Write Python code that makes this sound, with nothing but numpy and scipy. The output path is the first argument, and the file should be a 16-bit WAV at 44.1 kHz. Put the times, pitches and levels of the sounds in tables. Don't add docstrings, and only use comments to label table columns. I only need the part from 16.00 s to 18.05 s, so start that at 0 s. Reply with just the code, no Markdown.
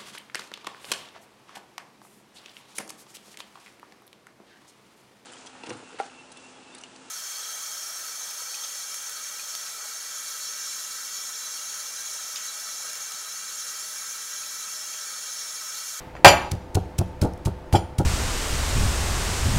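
import sys
import numpy as np
from scipy import signal
from scipy.fft import rfft, irfft, next_fast_len
from scipy.io import wavfile
from scipy.ndimage import map_coordinates

SR = 44100
rng = np.random.default_rng(int(sys.argv[2]) if len(sys.argv) > 2 else 0)


def master(y):
    cut = np.clip(np.atleast_2d(y).T, -1, 1)
    pcm = np.round(cut * 32767)
    wavfile.write(sys.argv[1], SR, pcm.astype(np.int16))


N = 90404

# t/s, crunch/dB, crunch half-width/s, garlic squash/dB, thump/dB
BLOWS = [(0.5173, -26, 0.0024, -44.5, -10), (0.7519, -25.5, 0.0031, -41.5, -4.5),
         (0.9886, -26, 0.0032, -41.5, -4.5), (1.2177, -24.5, 0.0019, -32.5, -3.5),
         (1.4580, -30, 0.0037, -41.5, -5), (1.7297, -32, .0026, -31.5, -1.5),
         (1.9864, -25.5, 0.0022, -36, -3.5)]
# t/s, mortar ring/dB, pestle ring/dB, clack/dB, clack t60/s, clack cutoff/Hz,
# board/dB, rise/s
STRIKES = [(0.1524, -54, -77, -32.5, 0.0099, 2500, -42.5, 0.00016),
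           (0.165, -54, -88.5, -34.5, 0.041, 1500, -70, 0.00054),
           (0.2458, -6, -47, 5, 0.099, 14150, 7.5, 0.00019),
           (.277, -8.5, -13, -13, 0.094, 14000, -23, 0.0016),
           (1.726, -36, -73, -21.5, 0.015, 4020, -46.5, 0.00051),
           (1.7505, -31, -21, -23, 0.067, 12440, -19, 0.0053)]
# f/Hz, level/dB
CLACK_SPECTRUM = [(40, -37), (150, -2.5), (400, -19.5), (900, -1), (1600, -3.5), (2400, -3.5),
                  (3200, -11.5), (4500, -15.5), (8000, -24.5), (15000, -26)]
STONE_WANDER_RAD = 1.1


def amp(db):
    return 10 ** (np.asarray(db) / 20)


def fade(t, t60_s):
    return np.exp(-np.log(1000) * np.maximum(t, 0) / t60_s) * (t >= 0)


def rise(t, rise_s):
    return 1 - np.exp(-np.maximum(t, 0) / rise_s)


def since(at_s):
    return np.arange(N) / SR - at_s


def along(points, hz):
    f, values = np.transpose(points)
    return np.interp(np.log(hz + 1), np.log(f + 1), values)


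def filtered(x, response):
    size = next_fast_len(N + SR // 4)
    hz = np.fft.rfftfreq(size, 1 / SR)
    return irfft(rfft(x, size) * response(hz), size)[:N]


def noise(spectrum, cutoff_hz=np.inf):
    x = filtered(rng.standard_normal(N), lambda hz: amp(along(spectrum, hz)) / np.hypot(1, hz / cutoff_hz))
    return x / x.std()


def wobble(count, knots_per_s=160):
    return map_coordinates(rng.standard_normal(200), [np.arange(count) * knots_per_s / SR], mode="mirror")


def ring(modes, t, wander_rad=0):
    out = np.zeros(N)
    live = (t >= 0) & (t < 0.5)
    age_s = t[live]
    for hz, db, t60_s in modes:
        phase = 2 * np.pi * hz * age_s + wander_rad * wobble(len(age_s))
        out[live] += amp(db) * np.sin(phase) * fade(age_s, t60_s)
    return out


def room_tone():
    # f/Hz, level/dB
    air_spectrum = [(15, -5), (25, 9.5), (161, 0.5), (212, -3), (373, 1), (451, -7), (659, -3), (754, -7),
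                    (887, -2), (988, -10.5), (1840, -16), (2990, -23.5), (16000, -43)]
    # f/Hz, level/dB
    hum_tones = [(504, -49), (893, -53)]
    t = since(0)
    air = amp(-42) * noise(air_spectrum)
    hum = sum(amp(db) * np.sin(2 * np.pi * hz * t) for hz, db in hum_tones)
    tail = amp(-46.5) * noise(CLACK_SPECTRUM) * fade(t, t60_s=0.69)
    return air + hum + tail


def kitchen(x):
    # f/Hz, t60/s
    decay_times = [(70, 0.67), (200, 0.48), (800, 0.45), (3000, 0.4), (8000, 0.74), (15000, 0.33)]
    # f/Hz, level/dB
    wet_levels = [(70, -8), (200, -9.5), (800, -10.5), (3000, -9), (8000, -23), (15000, -15.5)]
    hz, t, bands = signal.stft(rng.standard_normal(SR * 3 // 4), SR, nperseg=256)
    t60_s = along(decay_times, hz)[:, None]
    unit_energy = np.sqrt(2 * np.log(1000) / (t60_s * SR))
    _, tail = signal.istft(bands * fade(t, t60_s) * unit_energy, SR, nperseg=256)
    tail *= rise(np.arange(len(tail)) / SR, rise_s=0.002)
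    return filtered(signal.fftconvolve(x, tail)[:N], lambda f: amp(along(wet_levels, f)))


def thump_and_boom():
    # f/Hz, level/dB, t60/s
    modes = [(65.6, -23, 0.62), (81.8, -21.5, 0.47), (94.8, 2, 0.081), (129.6, -4, 0.1124),
             (180, -17.5, 0.25)]
    lag_s, attack_s = 0.00027, 0.0093
    bare_blow_s, bare_blow_db = 0.247, 0.5
    pushes = [(at_s + lag_s, db) for at_s, *_, db in BLOWS] + [(bare_blow_s, bare_blow_db)]
    return sum(amp(db) * rise(since(at_s), attack_s) * ring(modes, since(at_s)) for at_s, db in pushes)


def rocking():
    # t/s, level/dB, t60/s, cutoff/Hz
    knocks = [(0.524, -27.5, 0.15, 210), (.755, -14.5, 0.037, 500), (0.766, -11, 0.065, 710),
              (.994, -20, 0.08, 700), (1.008, -11.5, 0.047, 580), (1.222, -13, 0.069, 996),
              (1.241, -15, 0.15, 496), (1.468, -10.5, 0.066, 710), (1.736, -9, 0.11, 800),
              (1.995, -11.5, 0.092, 880), (2.004, -27, 0.148, 770)]
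    # f/Hz, level/dB
    spectrum = [(110, -1), (185, -6), (240, -1.5), (330, 0), (560, -5.5), (850, -3), (1100, -18),
                (1400, -12.5), (1900, -43), (4000, -30), (9000, -55)]
    out = np.zeros(N)
    for at_s, db, t60_s, cutoff_hz in knocks:
        t = since(at_s)
        out += amp(db) * rise(t, rise_s=0.005) * fade(t, t60_s) * noise(spectrum, cutoff_hz)
    return out


def board_bark(low_cut_hz=66):
    # f/Hz, level/dB, t60/s
    modes = [(376.5, -9.5, 0.13), (567.3, -4, .15), (636.4, -2.5, 0.081), (716.5, -7.5, 0.079),
             (752.5, 2, 0.097), (835, 3.5, 0.063), (938.7, 0.5, 0.065), (1262, -13, 0.16),
             (1434, -22.5, 0.3)]
    out = np.zeros(N)
    for at_s, *_, db, rise_s in STRIKES:
        t = since(at_s)
        out += amp(db) * rise(t, rise_s) * ring(modes, t, wander_rad=0.57)
    return signal.sosfilt(signal.butter(2, low_cut_hz, "high", fs=SR, output="sos"), out)


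def pestle_skid(at_s=1.7502, half_width_s=0.003, hz=862):
    t = since(at_s)
    envelope = amp(-10) * np.exp(-0.5 * (t / half_width_s) ** 2)
    return envelope * np.sin(2 * np.pi * hz * t + STONE_WANDER_RAD * wobble(N))


def grit(spread_db=5.5, grain_samples=16):
    # f/Hz, level/dB
    spectrum = [(300, 3.5), (1500, -8), (3000, -6), (5200, -4), (7000, -4), (10000, -6.5), (13000, -12.5),
                (15500, -19)]
    grain_db = spread_db * rng.standard_normal(N // grain_samples + 1)
    sizes = amp(np.repeat(grain_db, grain_samples)[:N])
    x = filtered(sizes * rng.standard_normal(N), lambda hz: amp(along(spectrum, hz)))
    return x / x.std()


def salt_and_garlic():
    # t/s, level/dB
    cracks = [(1.3355, -41), (1.377, -48.5), (1.4697, -37), (1.48, -39)]
    envelope = np.zeros(N)
    for at_s, crunch_db, half_width_s, squash_db, _ in BLOWS:
        t = since(at_s)
        envelope += amp(crunch_db) * np.exp(-0.5 * (t / half_width_s) ** 2)
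        envelope += amp(squash_db) * rise(t, half_width_s) * fade(t, t60_s=0.14)
    for at_s, db in cracks:
        envelope += amp(db) * fade(since(at_s), t60_s=0.011)
    return envelope * grit()


def stone_ring():
    # f/Hz, level/dB, t60/s
    mortar_modes = [(2359, 0, 0.095), (2821, -8.5, .15), (3074, -6, 0.166), (4380, -13.5, 0.28),
                    (4797, -3, 0.15), (5910, -11.5, 0.21), (6810, -10, 0.19), (7160, -12.5, 0.25),
                    (8070, -19, 0.16), (9631, -32.5, 0.19), (10870, -22, 0.25), (12600, -21.5, 0.22),
                    (16500, -25, .15)]
    # f/Hz, level/dB, t60/s
    pestle_modes = [(3122, -1, 0.074), (3347, 2.5, 0.055), (4060, -10, 0.09), (4900, -3, 0.083),
                    (5410, -7.5, .1), (7450, -5.5, 0.086), (8300, -28, .1), (9500, -22, 0.33),
                    (9670, -6, 0.055), (11000, -31.5, .09), (13060, -19.5, .11)]
    out = np.zeros(N)
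    for at_s, mortar_db, pestle_db, *_, rise_s in STRIKES:
        t = since(at_s)
        mortar = amp(mortar_db) * ring(mortar_modes, t, STONE_WANDER_RAD)
        pestle = amp(pestle_db) * ring(pestle_modes, t, STONE_WANDER_RAD)
        out += rise(t, rise_s) * (mortar + pestle)
    return out


def stone_clack():
    out = np.zeros(N)
    for at_s, _, _, db, t60_s, cutoff_hz, _, rise_s in STRIKES:
        t = since(at_s)
        out += amp(db) * rise(t, rise_s) * fade(t, t60_s) * noise(CLACK_SPECTRUM, cutoff_hz)
    return out


def scene():
    clack, ringing, bark, thump = stone_clack(), stone_ring(), board_bark(), thump_and_boom()
    crush = salt_and_garlic() + rocking() + pestle_skid()
    sources = clack + ringing + bark + thump + crush
    reverb = kitchen(clack + amp(-4) * ringing + amp(-2) * bark)
    reverb += kitchen(crush + amp(-3.5) * thump)
    return (sources + reverb + room_tone())[None]


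def record(dry):
    top_hz = 16000
    lowpass = signal.ellip(8, 0.1, 60, top_hz, fs=SR, output="sos")
    return signal.sosfilt(lowpass, np.clip(dry, -1, 1))


dry = scene()
out = record(dry)
master(out)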